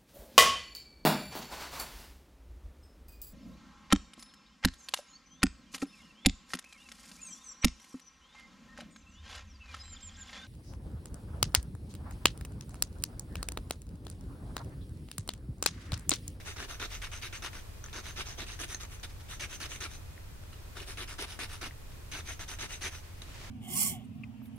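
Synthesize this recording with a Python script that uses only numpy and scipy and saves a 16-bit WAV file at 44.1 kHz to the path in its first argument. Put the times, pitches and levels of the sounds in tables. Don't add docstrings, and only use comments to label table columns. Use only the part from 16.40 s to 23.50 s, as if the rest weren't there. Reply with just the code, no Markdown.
import sys
import numpy as np
from scipy import signal
from scipy.fft import rfft, irfft, next_fast_len
from scipy.io import wavfile
from scipy.ndimage import uniform_filter1d, map_coordinates

SR = 44100
rng = np.random.default_rng(int(sys.argv[2]) if len(sys.argv) > 2 else 0)


def master(y):
    cut = np.clip(np.atleast_2d(y).T, -1, 1)
    pcm = np.round(cut * 32767)
    wavfile.write(sys.argv[1], SR, pcm.astype(np.int16))


def level_to_linear(level):
    exponent = np.asarray(level, float) / 20
    return 10 ** exponent


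N = 313110
SPAN = 8192


def unit(x):
    return x / np.sqrt(np.mean(np.abs(x) ** 2) + 1e-20)


def along(points, hz):
    f, v = np.transpose(points)
    return np.interp(np.log(hz + 1), np.log(f + 1), v)


def wobble(rate, size=N):
    knots = rng.standard_normal(int(size * rate / SR) + 4)
    return map_coordinates(knots, [np.arange(size) * rate / SR])


def causal(power):
    cepstrum = irfft(np.log(power + 1e-9) / 2, SPAN)
    cepstrum[1:SPAN // 2] *= 2
    cepstrum[SPAN // 2 + 1:] = 0
    return np.exp(rfft(cepstrum))


def rush(spectrum, alike):
    m = next_fast_len(N)
    hz = np.fft.rfftfreq(m, 1 / SR)
    turn = np.arccos(np.clip(along(alike, hz), -1, 1)) / 2
    noise = rfft(rng.standard_normal((2, m))) * level_to_linear(along(spectrum, hz))
    mid, side = irfft(noise * [np.cos(turn), np.sin(turn)], m)[:, :N]
    return unit(np.array([mid + side, mid - side]))


def body(modes, scatter_db):
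    f = np.fft.rfftfreq(SPAN, 1 / SR)
    power = 0
    for c, w, db in modes:
        strength = level_to_linear(db + scatter_db * rng.normal()) ** 2
        peak = (f * w) ** 2 / ((c * c - f * f) ** 2 + (f * w) ** 2)
        skirt = (c / (c + abs(f - c))) ** 2
        power = power + strength * peak * skirt
    return power / power.mean()


# pitch in Hz, width in Hz, level in dB.
CLAW_MODES = [(900, 850, -9), (1380, 340, -2), (1735, 300, -4.5), (2180, 420, -3), (2600, 260, -3),
              (2920, 79, -1.5), (3320, 570, -8), (3755, 460, -4), (4020, 2300, -20.5), (5240, 1820, -8.5)]
# pitch in Hz, width in Hz, level in dB.
BLADE_MODES = [(5920, 390, -1), (6297, 240, 1.5)]
# pitch in Hz, width in Hz, level in dB.
PAW_MODES = [(282, 82, -1), (340, 250, 0.5), (444, 110, -7.5), (724, 120, -3.5)]
# pitch in Hz, width in Hz, level in dB.
GRIT_MODES = [(6900, 2600, -6), (8270, 510, -4), (9480, 880, 0.5), (10050, 2600, -8), (12500, 3500, -18.5)]
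# frequency in Hz, left over right in dB.
STEREO_LEAN = [(60, -4), (200, -1.5), (380, -2), (700, 3), (2380, 2), (4400, -2), (8120, -0.5), (15000, 6)]
# frequency in Hz, common share (0 to 1).
PORTS_ALIKE = [(300, 0.84), (1400, 0.86), (3000, 0.25), (5000, 0.42), (6200, 0.49), (8000, 0.28),
               (15000, .1)]


def contact(push, paw_db, blade_db, grit_db, tone_hz, lift_db, grows_db=0, done=0):
    hz = np.fft.rfftfreq(SPAN, 1 / SR)
    common, *own = rfft(push * rng.standard_normal((3, SPAN)))
    lag_s = rng.normal(1.5e-5, 2.5e-5)
    lag = np.exp(2j * np.pi * hz * np.outer([1, -1], lag_s))
    share = np.clip(along(PORTS_ALIKE, hz), 0, 1)
    ports = np.sqrt(share) * common * lag + np.sqrt(1 - share) * np.array(own)
    ports = ports * level_to_linear(np.outer([.5, -.5], along(STEREO_LEAN, hz)))

    favoured = level_to_linear(lift_db * np.exp(-((hz - tone_hz) / 450) ** 2)) ** 2
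    claw = body(CLAW_MODES, scatter_db=0.24) * favoured
    paw = level_to_linear(paw_db + 1.0) ** 2 * body(PAW_MODES, scatter_db=2.5)
    flesh = claw / claw.mean() + paw
    ring = body(BLADE_MODES, scatter_db=0.0) ** 2
    blade = level_to_linear(blade_db + 1.6) ** 2 * ring / ring.mean()
    grit = level_to_linear(grit_db + 0.37) ** 2 * body(GRIT_MODES, scatter_db=4.5)

    first, last = (irfft(ports * causal(flesh + grit + blade * level_to_linear(end * grows_db)), SPAN)
                   for end in (-1, 1))
    return first + (last - first) * done


# start in seconds, length in seconds, level in dB,
# bite time in ms, favoured claw tone in Hz.
PUSH_STROKES = [(.160, 0.096, -39.5, 52, 1380), (.395, .072, -39, 6.9, 3820),
                (.616, 0.062, -42.5, 1.5, 2200), (.814, 0.069, -41, 7.1, 2400),
                (1.020, 0.068, -39.5, 7.7, 1400), (1.527, 0.087, -42.5, 10, 1290),
                (1.758, 0.072, -36.5, 37, 3240), (1.974, 0.072, -41.5, 11, 3500),
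                (2.189, 0.064, -39, 12, 3320), (2.397, .064, -47.5, 4, 1020),
                (2.629, 0.032, -44, 1.8, 3790), (2.995, 0.067, -40.5, 2.2, 2400),
                (3.200, 0.071, -41, 2.3, 2930), (3.403, 0.071, -40.5, 4, 2410),
                (4.354, 0.092, -46.5, 9.7, 2860), (4.570, .075, -39, 24, 2180),
                (4.781, 0.074, -38.5, 16, 1440), (4.989, .072, -39, .8, 2600),
                (5.209, 0.077, -41.5, 5, 3250), (5.714, 0.098, -42.5, 1.6, 2250),
                (5.991, 0.055, -42.5, 8, 1500), (6.185, 0.081, -40.5, 8.1, 3870),
                (6.408, .084, -35, 43, 2120)]
# start in seconds, length in seconds, level in dB, bite time in ms, claw tone in Hz.
PULL_STROKES = [(0.044, 0.086, -42, 17, 2200), (0.279, 0.084, -45, 6.7, 1460),
                (0.491, 0.087, -40.2, 33, 2240), (0.713, 0.081, -44.5, 4.1, 2240),
                (0.925, 0.061, -43, 0.7, 2500), (1.121, 0.093, -49, 9.4, 1030), (1.624, 0.1, -43, 35, 4050),
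                (1.847, 0.1, -45.5, 12.6, 5400), (2.059, 0.11, -46.5, 7.9, 4800),
                (2.277, 0.084, -44, 9, 2100), (2.491, 0.08, -50, 28, 1030), (2.879, 0.084, -45, 21, 3530),
                (3.084, 0.086, -41, 46, 2740), (3.281, 0.095, -41.5, 39, 2570),
                (3.483, 0.089, -47.5, 49, 3790), (4.458, 0.083, -42, 27, 5200),
                (4.675, 0.081, -46, 2, 5170), (4.861, 0.1, -45.5, 25.0, 1030),
                (5.076, 0.1, -43.5, 43, 1720), (5.845, 0.096, -39.5, 47, 2150),
                (6.075, 0.077, -43.0, 4.0, 3450), (6.284, 0.091, -44, 9, 2570),
                (6.501, 0.095, -48, 24, 4910)]
# start in seconds, length in seconds, level in dB,
# bite time in ms, favoured claw tone in Hz.
GRAZE_STROKES = [
    (0, 0.021, -47.5, .5, 2050),
    (1.439, 0.029, -49.5, .5, 1190),
    (2.685, 0.035, -52, 8.8, 5040),
    (2.797, 0.027, -53, 1.5, 900),
    (4.125, .018, -50.5, 1, 2910),
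    (5.512, .03, -54, 4, 4000),
]
# from when in seconds, paw thud in dB, blade ring in dB,
# grit hiss in dB, lift of the claw tone in dB.
CLAW_GRIPS = [
    (0, -10.5, -12.5, -14, 2.5),
    (.49, -20.5, -13, -14, 3.5),
    (1.3, -12.5, -11, -14.5, 3.5),
    (2.18, -14, -9, -8.5, 3),
    (2.86, -15, -9.5, -10.5, 2.5),
    (4.0, -11, -20, -10, 3.5),
    (4.76, -12.5, -18.5, -11, 0),
    (5.6, -14.5, -9.5, -11, 2.5),
]
# paw, blade and grit in dB over the grip, fade from start to end in dB,
# droop at both ends in dB, share of force landing at once, let-go in seconds, growth of the blade's ring
# from start to end in dB (it rings best with the claw near its tip).
PUSH_WAY = (0.23, -0.86, 0.28, -2.8, 2.8, .25, .008, -6)
PULL_WAY = (-2.5, 3.5, 3.5, -2.5, 5, 0.04, 0.03, 5)
GRAZE_WAY = (-0.5, -2, 0.5, -2.5, 3.5, -0.6, 0.1, .3)


def rasp():
    rasp_db = 0.32
    snags_per_s, snag_db = 120, 6.5
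    out, t = np.zeros((2, N + SPAN)), np.arange(SPAN) / SR
    ways = [(PUSH_STROKES, PUSH_WAY), (PULL_STROKES, PULL_WAY), (GRAZE_STROKES, GRAZE_WAY)]
    moves = sorted((*row, way) for rows, way in ways for row in rows)
    for start, length, db, bite_ms, tone_hz, way in moves:
        *extra_db, fade_db, droop_db, land, let_go_s, grows_db = way
        grips = [row for row in CLAW_GRIPS if row[0] <= start or row is CLAW_GRIPS[0]]
        _, *grip_db, lift_db = grips[-1]

        bite = 1 - land * np.exp(-t * 700) - (1 - land) * np.exp(-t * 1000 / max(bite_ms, .2))
        let_go = (1 - np.tanh((t - length) / let_go_s)) / 2
        gate = bite * let_go
        done = np.minimum(t / length, 1.2)
        level_db = db + rasp_db + fade_db * (done - .5) - droop_db * (2 * done - 1) ** 2

        slow, medium, fine = (wobble(rate, size=SPAN) for rate in (71.5, 399.4, 2500))
        grains = level_to_linear(0.38 * slow + 0.98 * medium + 2.23 * fine)
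        hits = 1. * (rng.random(SPAN) < snags_per_s / SR)
        snags = uniform_filter1d(hits, size=9) * 9
        grains = grains * level_to_linear(snag_db * snags)
        grains = grains / np.sqrt(np.average(grains ** 2, weights=gate ** 2))

        force = level_to_linear(level_db) * gate * grains
        out[:, round(start * SR):][:, :SPAN] += contact(
            force, *np.add(grip_db, extra_db), tone_hz, lift_db,
            grows_db=grows_db, done=np.minimum(done, 1))
    return out[:, :N]


def patchy(x, depth_db):
    z = signal.stft(x, nperseg=256)[2]
    field = rng.standard_normal(z.shape[1:])
    field = uniform_filter1d(uniform_filter1d(field, size=5, axis=0), size=6, axis=1)
    gain = level_to_linear(depth_db * unit(field))
    gain = gain / np.sqrt(np.mean(gain ** 2))
    return signal.istft(z * gain, nperseg=256)[1][:, :N]


# frequency in Hz, t60 in seconds.
ROOM_DECAY = [(300, 0.14), (2000, 0.16), (10000, 0.16)]


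def room(x):
    hz, t, z = signal.stft(rng.standard_normal((2, SR // 3)), SR, nperseg=256)
    decay = level_to_linear(-60 * t / along(ROOM_DECAY, hz)[:, None])
    tail = signal.istft(z * decay, SR, nperseg=256)[1]
    return signal.fftconvolve(x, tail / np.linalg.norm(tail[0]), axes=1)[:, :N]


# frequency in Hz, level in dB per Hz.
RUMBLE_COLOUR = [(8.8, -29), (15, 3), (32, -4.5), (83, -2), (124, -8), (162, -15.5), (220, -22.5),
                 (290, -77), (480, -120)]
# frequency in Hz, left-right likeness (-1 to 1).
BACKGROUND_ALIKE = [(60, 0.89), (180, 0.32), (550, -0.037), (1650, 0.012), (4970, -0.14), (15000, 0.026)]
# pitch in Hz, level in dB rms.
MACHINE_TONES = [(41, -58.5), (61, -64), (81, -59), (92, -61.5), (122, -66.5), (2478, -78)]
# frequency in Hz, level in dB per Hz.
HISS_COLOUR = [(88, -9), (150, -7.5), (280, -7.5), (588, -10), (687, -12.5), (1100, -13.5), (2500, -17.5),
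               (15900, -26)]


def background():
    rumble_db, hiss_db = -48, -54
    t = np.arange(N) / SR
    tones = 0
    for hz, db in MACHINE_TONES:
        level = level_to_linear(db + 4.5 + 3.2 * wobble(3.06))
        tones = tones + level * np.sin(2 * np.pi * hz * t + 0.88 * wobble(2.685))
    rumble = level_to_linear(rumble_db + 0.27 * wobble(2.82)) * rush(RUMBLE_COLOUR, BACKGROUND_ALIKE)
    hiss = level_to_linear(hiss_db + 0.55 * wobble(3.19)) * rush(HISS_COLOUR, BACKGROUND_ALIKE)
    return tones + rumble + hiss


# time in seconds, peak in
# dB, blade ring in dB, tap pitch in Hz, time to fall 85 dB in seconds.
EDGE_CATCHES = [(0.4, -31, -21, 1390, 0.02), (1.022, -37, -11, 1250, 0.024), (1.131, -43, -17, 2160, 0.03),
                (1.1522, -37, -24, 1520, 0.03), (1.44, -44, 5, 1500, 0.026), (1.4594, -44, 3, 1630, 0.028),
                (1.484, -43, -20, 1700, 0.02), (1.496, -49, -8, 2530, 0.03),
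                (1.529, -35.5, -14, 3590, 0.018), (2.19, -39, -10, 1660, 0.03),
                (2.3457, -35, 4, 1660, 0.03), (2.5965, -51, 7, 1350, 0.025), (2.636, -41, -14, 3900, 0.03),
                (4.036, -48.5, -16, 1080, 0.03), (4.369, -40, -20, 1400, 0.052),
                (4.9902, -38, -9, 1490, 0.035), (5.213, -35.5, -9, 1810, 0.024),
                (6.551, -39, -15.5, 2100, 0.025), (6.8186, -39.5, -9, 3930, 0.045),
                (0.928, -36.5, -19, 1470, 0.026),
    (2.6338, -39, -14, 3860, 0.025),
    (3.406, -40, 2, 2300, 0.026),
    (4.5723, -37, -17, 2920, 0.027),
    (4.7875, -36, -10, 1220, 0.038),
    (5.9933, -40.5, -11, 2080, 0.03),
    (6.187, -38, -13, 2600, 0.034),
]


def catches():
    out, t = np.zeros((2, N + SPAN)), np.arange(SPAN) / SR
    for s, db, blade_db, hz, t60 in EDGE_CATCHES:
        attack = 1 - np.exp(-t / 0.00023)
        burst = level_to_linear(db - 0.5 - 85 * t / t60) * attack * (t < .1)
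        grit_db = min(blade_db, -8) - 3
        out[:, round(s * SR):][:, :SPAN] += contact(burst, -10.5, blade_db, grit_db, hz, lift_db=11.0)
    return out[:, :N]


# time in seconds, peak in dB, pitch in Hz,
# decay t60 in seconds.
FLICKS = [(3.7779, -37, 1950, 0.0082), (5.3098, -34, 1950, .008), (2.3458, -33, 1700, .008),
          (2.3462, -27, 4200, .008), (2.1, -31, 2700, .008), (2.3459, -28, 6420, .022),
          (2.3461, -34, 5950, 0.022), (4.128, -49, 2900, .025), (4.131, -47, 1300, .03),
          (4.132, -49, 4050, .025), (4.141, -48, 2900, .02)]


def flicks():
    out, t = np.zeros(N + SPAN), np.arange(SPAN) / SR
    for s, db, hz, t60 in FLICKS:
        envelope = level_to_linear(db - 60 * t / t60) * (1 - np.exp(-t / 0.00035))
        out[round(s * SR):][:SPAN] += envelope * np.sin(2 * np.pi * hz * t)
    return out[:N] * level_to_linear([[.7], [-.7]])


# time in seconds, level in dB.
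BRUSH_SWELLS = [
    (6.6, -63),
    (6.628, -71),
    (6.634, -61),
    (6.806, -65),
    (6.818, -55),
    (6.854, -56),
    (7.048, -48.5),
    (7.1, -52),
]
# frequency in Hz, level in dB per Hz.
FUR_COLOUR = [(300, -2.5), (900, -4.5), (2000, -2.5), (4000, -5.5), (7000, -10.5), (12000, -21),
              (16000, -28)]


def brush():
    s, db = np.transpose(BRUSH_SWELLS)
    level_db = np.interp(np.arange(N) / SR, s, db, left=-120)
    flutter_db = 0.97 * wobble(40) + 0.92 * wobble(500)
    return level_to_linear(level_db + flutter_db) * rush(FUR_COLOUR, [(300, 0.73), (3000, 0.085)])


def scene():
    near = patchy(rasp(), depth_db=2.0) + catches() + flicks()
    return near + level_to_linear(-10.5) * room(near) + brush() + background()


def low_pass(x):
    return signal.sosfilt(signal.butter(12, 16050, fs=SR, output="sos"), x)


def record(dry):
    top_hz = 15800
    kept = irfft(rfft(dry) * (np.fft.rfftfreq(N, 1 / SR) < top_hz), N)
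    return low_pass(kept)


dry = scene()
out = record(dry)
master(out)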